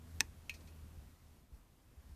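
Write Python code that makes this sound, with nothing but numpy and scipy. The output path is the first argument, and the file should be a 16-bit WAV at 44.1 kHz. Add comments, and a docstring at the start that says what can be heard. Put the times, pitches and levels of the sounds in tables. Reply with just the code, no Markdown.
"""Stone snapped on a post

A hand strikes a stone on a concrete post outdoors: the stone taps the post and snaps with one dry crack.
A broken piece lands with a ringing clack and tumbles to rest.
Light wind hisses and nudges the microphone over a low hum, like that of a distant engine."""
import sys
import numpy as np
from scipy import signal
from scipy.fft import rfft, irfft
from scipy.io import wavfile
from scipy.ndimage import uniform_filter1d

SR = 44100
rng = np.random.default_rng(int(sys.argv[2]) if len(sys.argv) > 2 else 0)


def int16_out(signal):
    """Quantize to a 16-bit WAV file."""
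    q = np.round(np.clip(np.atleast_2d(signal).T, -1, 1) * 32767)
    wavfile.write(sys.argv[1], SR, q.astype(np.int16))


N = 94815


def amp(db):
    """Decibels to gain."""
    return 10 ** (np.asarray(db) / 20)


def unit_rms(x):
    """Scales to an rms of 1."""
    return x / np.sqrt(np.mean(x ** 2) + 1e-20)


def curve_at(points, hz):
    """Interpolates a table on a log-frequency axis."""
    point_hz, value = np.transpose(points)
    return np.interp(np.log(hz + 1), np.log(point_hz + 1), value)


def add(mix, start_s, sound):
    """Mixes a sound in at a start time."""
    part = mix[round(start_s * SR):][:len(sound)]
    part += sound[:len(part)]


def colour(x, spectrum, size=4096):
    """Minimum-phase filter with the given spectrum."""
    hz = abs(np.fft.fftfreq(size, 1 / SR))
    log_gain = np.log(amp(curve_at(spectrum, hz)))
    taps = np.fft.ifft(np.exp(np.conj(signal.hilbert(log_gain)))).real
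    return signal.fftconvolve(x, taps[:size // 2])[:len(x)]


def ring(force, modes):
    """Drives decaying modes; neighbours swing in opposite directions."""
    t = np.arange(SR // 2) / SR
    response = np.zeros(len(t))
    for k, (hz, db, t60_s) in enumerate(modes):
        decay = np.exp(-np.log(1000) * t / t60_s)
        response += (-1) ** k * amp(db) * decay * np.sin(2 * np.pi * hz * t)
    return signal.fftconvolve(force, response)[:len(force)]


def contact_force(contact_s, size=4096, passes=12):
    """Stone on stone: a dying burst of tiny breaks, flat in spectrum, of energy 1."""
    fade = np.exp(-np.arange(size) / SR / contact_s)
    force = rng.standard_normal(size) * fade
    for _ in range(passes):
        spectrum = rfft(force)
        whitened = irfft(spectrum / (abs(spectrum) + 1e-12))
        force = whitened * np.minimum(1, 10 * fade)
    return force / np.linalg.norm(force)


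# Wind colour. Each row: frequency in Hz, relative spectral density in dB.
BREEZE_SPECTRUM = [(15, -10), (30, -1), (58, 1), (100, -3), (150, -6.5), (280, -12.5), (450, -19.5),
                   (1000, -22.5), (1700, -27), (4000, -31), (8000, -33), (14500, -33)]
# Wind swell. Each row: time in seconds, relative level in dB.
BREEZE_SWELL = [(0, 0), (.18, 4), (.3, 0.5), (.46, 0.5), (.6, 2), (.85, 0.6), (1.08, 0), (1.18, -2.5),
                (1.37, -2), (1.48, -7.5), (1.548, -2), (1.65, -5.5), (1.92, -4), (2.1, -1), (2.15, -2)]


def breeze(base_db=-59, flicker_db=0.84, lump_db=0.91, lump_hz=504.4):
    """Light wind: soft hiss over a lumpy rumble, swelling and sinking together."""
    frames = dict(fs=SR, nperseg=1024, noverlap=768)
    hz, _, bands = signal.stft(rng.standard_normal(N), **frames)
    patches = uniform_filter1d(rng.standard_normal(bands.shape), size=10, axis=0)
    patches = unit_rms(uniform_filter1d(patches, size=10, axis=1))
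    depth_db = flicker_db + lump_db / (1 + (hz[:, None] / lump_hz) ** 2)
    noise = signal.istft(bands * amp(depth_db * patches), **frames)[1][:N]
    band_gain = amp(curve_at(BREEZE_SPECTRUM, np.fft.rfftfreq(N, 1 / SR)))
    wind = unit_rms(irfft(rfft(noise) * band_gain, N))
    swell_db = np.interp(np.arange(N) / SR, *np.transpose(BREEZE_SWELL))
    return wind * amp(base_db + swell_db)


# Course of the hum. Each row: time in seconds, pitch in Hz, level in dB.
HUM_TRACK = [(0, 80.43, -52.5), (.2, 80.9, -53), (.3, 80.07, -63), (.4, 80.9, -63), (0.551, 79.66, -56),
             (.7, 80.83, -58.5), (.82, 76.93, -54), (.95, 77.8, -61.5), (1.1, 77.7, -62), (1.3, 78.5, -68),
             (1.47, 77.5, -85), (1.75, 74.7, -78), (1.95, 72.27, -78), (2.1, 73.16, -58.5), (2.15, 73, -65)]
# Its partials. Each row: multiple of the pitch, relative level in dB.
HUM_PARTIALS = [(1, -1), (2, -14), (3, -21)]


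def hum(waver_depth=0.34, waver_samples=2500):
    """A low wavering drone that sags in pitch and fades in and out."""
    t = np.arange(N) / SR
    times_s, pitch_hz, level_db = np.transpose(HUM_TRACK)
    phase = 2 * np.pi * np.cumsum(np.interp(t, times_s, pitch_hz)) / SR
    drone = np.zeros(N)
    for order, db in HUM_PARTIALS:
        drift = uniform_filter1d(rng.standard_normal(N), waver_samples)
        waver = unit_rms(uniform_filter1d(drift, waver_samples // 2))
        partial = np.sin(order * phase + 2 * np.pi * rng.random())
        drone += amp(db) * (1 + waver_depth * waver) * partial
    return np.sqrt(2) * drone * amp(np.interp(t, times_s, level_db))


# Wind puffs. Each row: start in seconds, level in dB, pitch in Hz, rise time in seconds.
WIND_PUFFS = [(1.52, -47, 57.7, .011), (1.969, -48, 67.3, 0.017)]


def wind_puffs():
    """Short low swings of pressure at the microphone."""
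    t = np.arange(SR // 4) / SR
    pressure = np.zeros(N)
    for start_s, db, hz, rise_s in WIND_PUFFS:
        swell = (t / rise_s * np.exp(1 - t / rise_s)) ** 2
        add(pressure, start_s, -amp(db) * swell * np.sin(2 * np.pi * hz * t))
    return pressure


# Scatter from near, far and low surfaces. Each row: frequency in Hz, T60 in seconds.
NEAR_DECAY = [(300, 0.098), (2000, 0.026), (6000, 0.017), (14000, 0.033)]
FAR_DECAY = [(300, 0.29), (2000, 0.24), (6000, 0.17), (14000, 0.2284)]
LOW_DECAY = [(300, 0.051), (2000, 0.055), (6000, 0.12), (14000, 0.08)]


def scatter(x, decays, size=128):
    """The surroundings return a diffuse tail, each band dying at its own rate."""
    hz, t, bands = signal.stft(rng.standard_normal(SR // 2), SR, nperseg=size)
    decay = np.exp(-np.log(1000) * t / curve_at(decays, hz)[:, None])
    tail = signal.istft(bands * decay, SR, nperseg=size)[1]
    return signal.fftconvolve(x, tail / np.linalg.norm(tail))[:N]


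# Bounces. Each row: start in seconds, ring, click and grit gains in dB, contact time in seconds.
PIECE_BOUNCES = [(0.4951, -76, -26, -17, 0.0043), (0.4958, -43, 1.5, -42, .0003),
                 (0.5397, -63, -34, -24.5, 0.015), (0.6074, -75, -46, -37, 0.0043),
                 (0.6732, -65, -33, -33.5, 0.011)]
# Modes of the loose piece. Each row: frequency in Hz, gain in dB, T60 in seconds.
PIECE_MODES = [(1690, -14, .05), (1852, -15, .16), (2336, 0, .13), (2498, -5.5, .11), (2620, -9.5, .1),
               (2888, -6, .055), (3210, -14, .04), (3800, -12, .035), (4272, -3, .042), (4710, -10, .035),
               (5155, -11, .035), (5570, -11, .04), (6340, -9, .04), (8160, -15, .035)]
# Colours of its click and of the grit under it. Each row: frequency in Hz, gain in dB.
CLICK_SPECTRUM = [(200, -35), (900, -26.5), (1300, -34), (2000, -16.5), (2400, -0.5), (2650, -1.5),
                  (2950, -0.5), (3500, -28.5), (6000, -36), (14000, -43)]
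GRIT_SPECTRUM = [(200, -21), (1000, -10), (1350, -27), (1850, 1), (3300, -5), (4400, -0.5), (6200, 0),
                 (7400, -9.5), (8500, -6), (10500, -17), (13000, -9), (14500, -11)]


def tumbling_piece():
    """The broken piece clacks on gritty ground and rings freely."""
    push, click, grit = np.zeros((3, N))
    for start_s, ring_db, click_db, grit_db, contact_s in PIECE_BOUNCES:
        force = contact_force(contact_s)
        add(push, start_s, amp(ring_db) * force)
        add(click, start_s, amp(click_db) * force)
        add(grit, start_s, amp(grit_db) * contact_force(contact_s))
    return ring(push, PIECE_MODES) + colour(click, CLICK_SPECTRUM) + colour(grit, GRIT_SPECTRUM)


# A tap, then a two-step snap. Each row: start in seconds, relative level in dB, contact time in seconds.
STONE_BLOWS = [(0.2024, -26, 0.00047), (0.2061, 0, 0.00072), (0.2066, -12, .0007)]
# Snap colour. 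Each row: frequency in Hz, gain in dB.
SNAP_SPECTRUM = [(100, -18.5), (290, -7), (430, -11), (560, -40), (880, -8), (1080, -5.5), (1220, -24),
                 (1480, -13.5), (1750, 0.5), (2050, -1), (2480, 4.5), (3050, -9), (4300, 2), (4600, -10),
                 (5300, 1), (6200, 3.5), (6650, -4), (7400, -4.5), (9200, -10.5), (10200, -16),
                 (11300, -27), (13300, -13.5), (14500, -17.5)]
# Modes of the stone held on the post. Each row: frequency in Hz, gain in dB, T60 in seconds.
STONE_MODES = [(290, -11, .045), (875, -11, .021), (1068, -5, .027), (1755, 1, .021), (1925, -1, .026),
               (2455, 2, .021), (2910, -11, .022), (3230, -9, .02), (3900, -8, .018), (4345, -3, .022),
               (5340, -4, .014), (6130, -2, .015), (8490, -13, .018)]


def stone_crack(snap_db=4, ring_db=-32.5, echo_s=0.0035, echo_db=-17, echo_cutoff_hz=3000):
    """The stone snaps and rings briefly under the hand; the ground returns a dull echo."""
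    force, echo = np.zeros((2, N))
    for start_s, db, contact_s in STONE_BLOWS:
        add(force, start_s, amp(db) * contact_force(contact_s))
    direct = amp(snap_db) * colour(force, SNAP_SPECTRUM) + amp(ring_db) * ring(force, STONE_MODES)
    dulled = signal.lfilter(*signal.butter(1, echo_cutoff_hz, fs=SR), direct)
    add(echo, echo_s, dulled)
    return direct + amp(echo_db) * echo


def scene():
    """The crack and the tumbling piece in the open air, in mono."""
    crack, clack = stone_crack(), tumbling_piece()
    near = amp(-6) * scatter(crack, NEAR_DECAY)
    low = amp(-8.5) * scatter(clack, LOW_DECAY)  # the piece lies low: ground and post reflect it
    far = amp(-28.5) * scatter(crack + clack, FAR_DECAY)
    background = breeze() + hum() + wind_puffs()
    return (crack + clack + near + low + far + background)[None]


def record(dry, cutoff_hz=14650):
    """A steep low-pass removes the top treble."""
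    taps = signal.firwin(511, cutoff_hz, window=("kaiser", 9), fs=SR)
    return signal.oaconvolve(dry, taps[None], "same")


dry = scene()
out = record(dry)
int16_out(out)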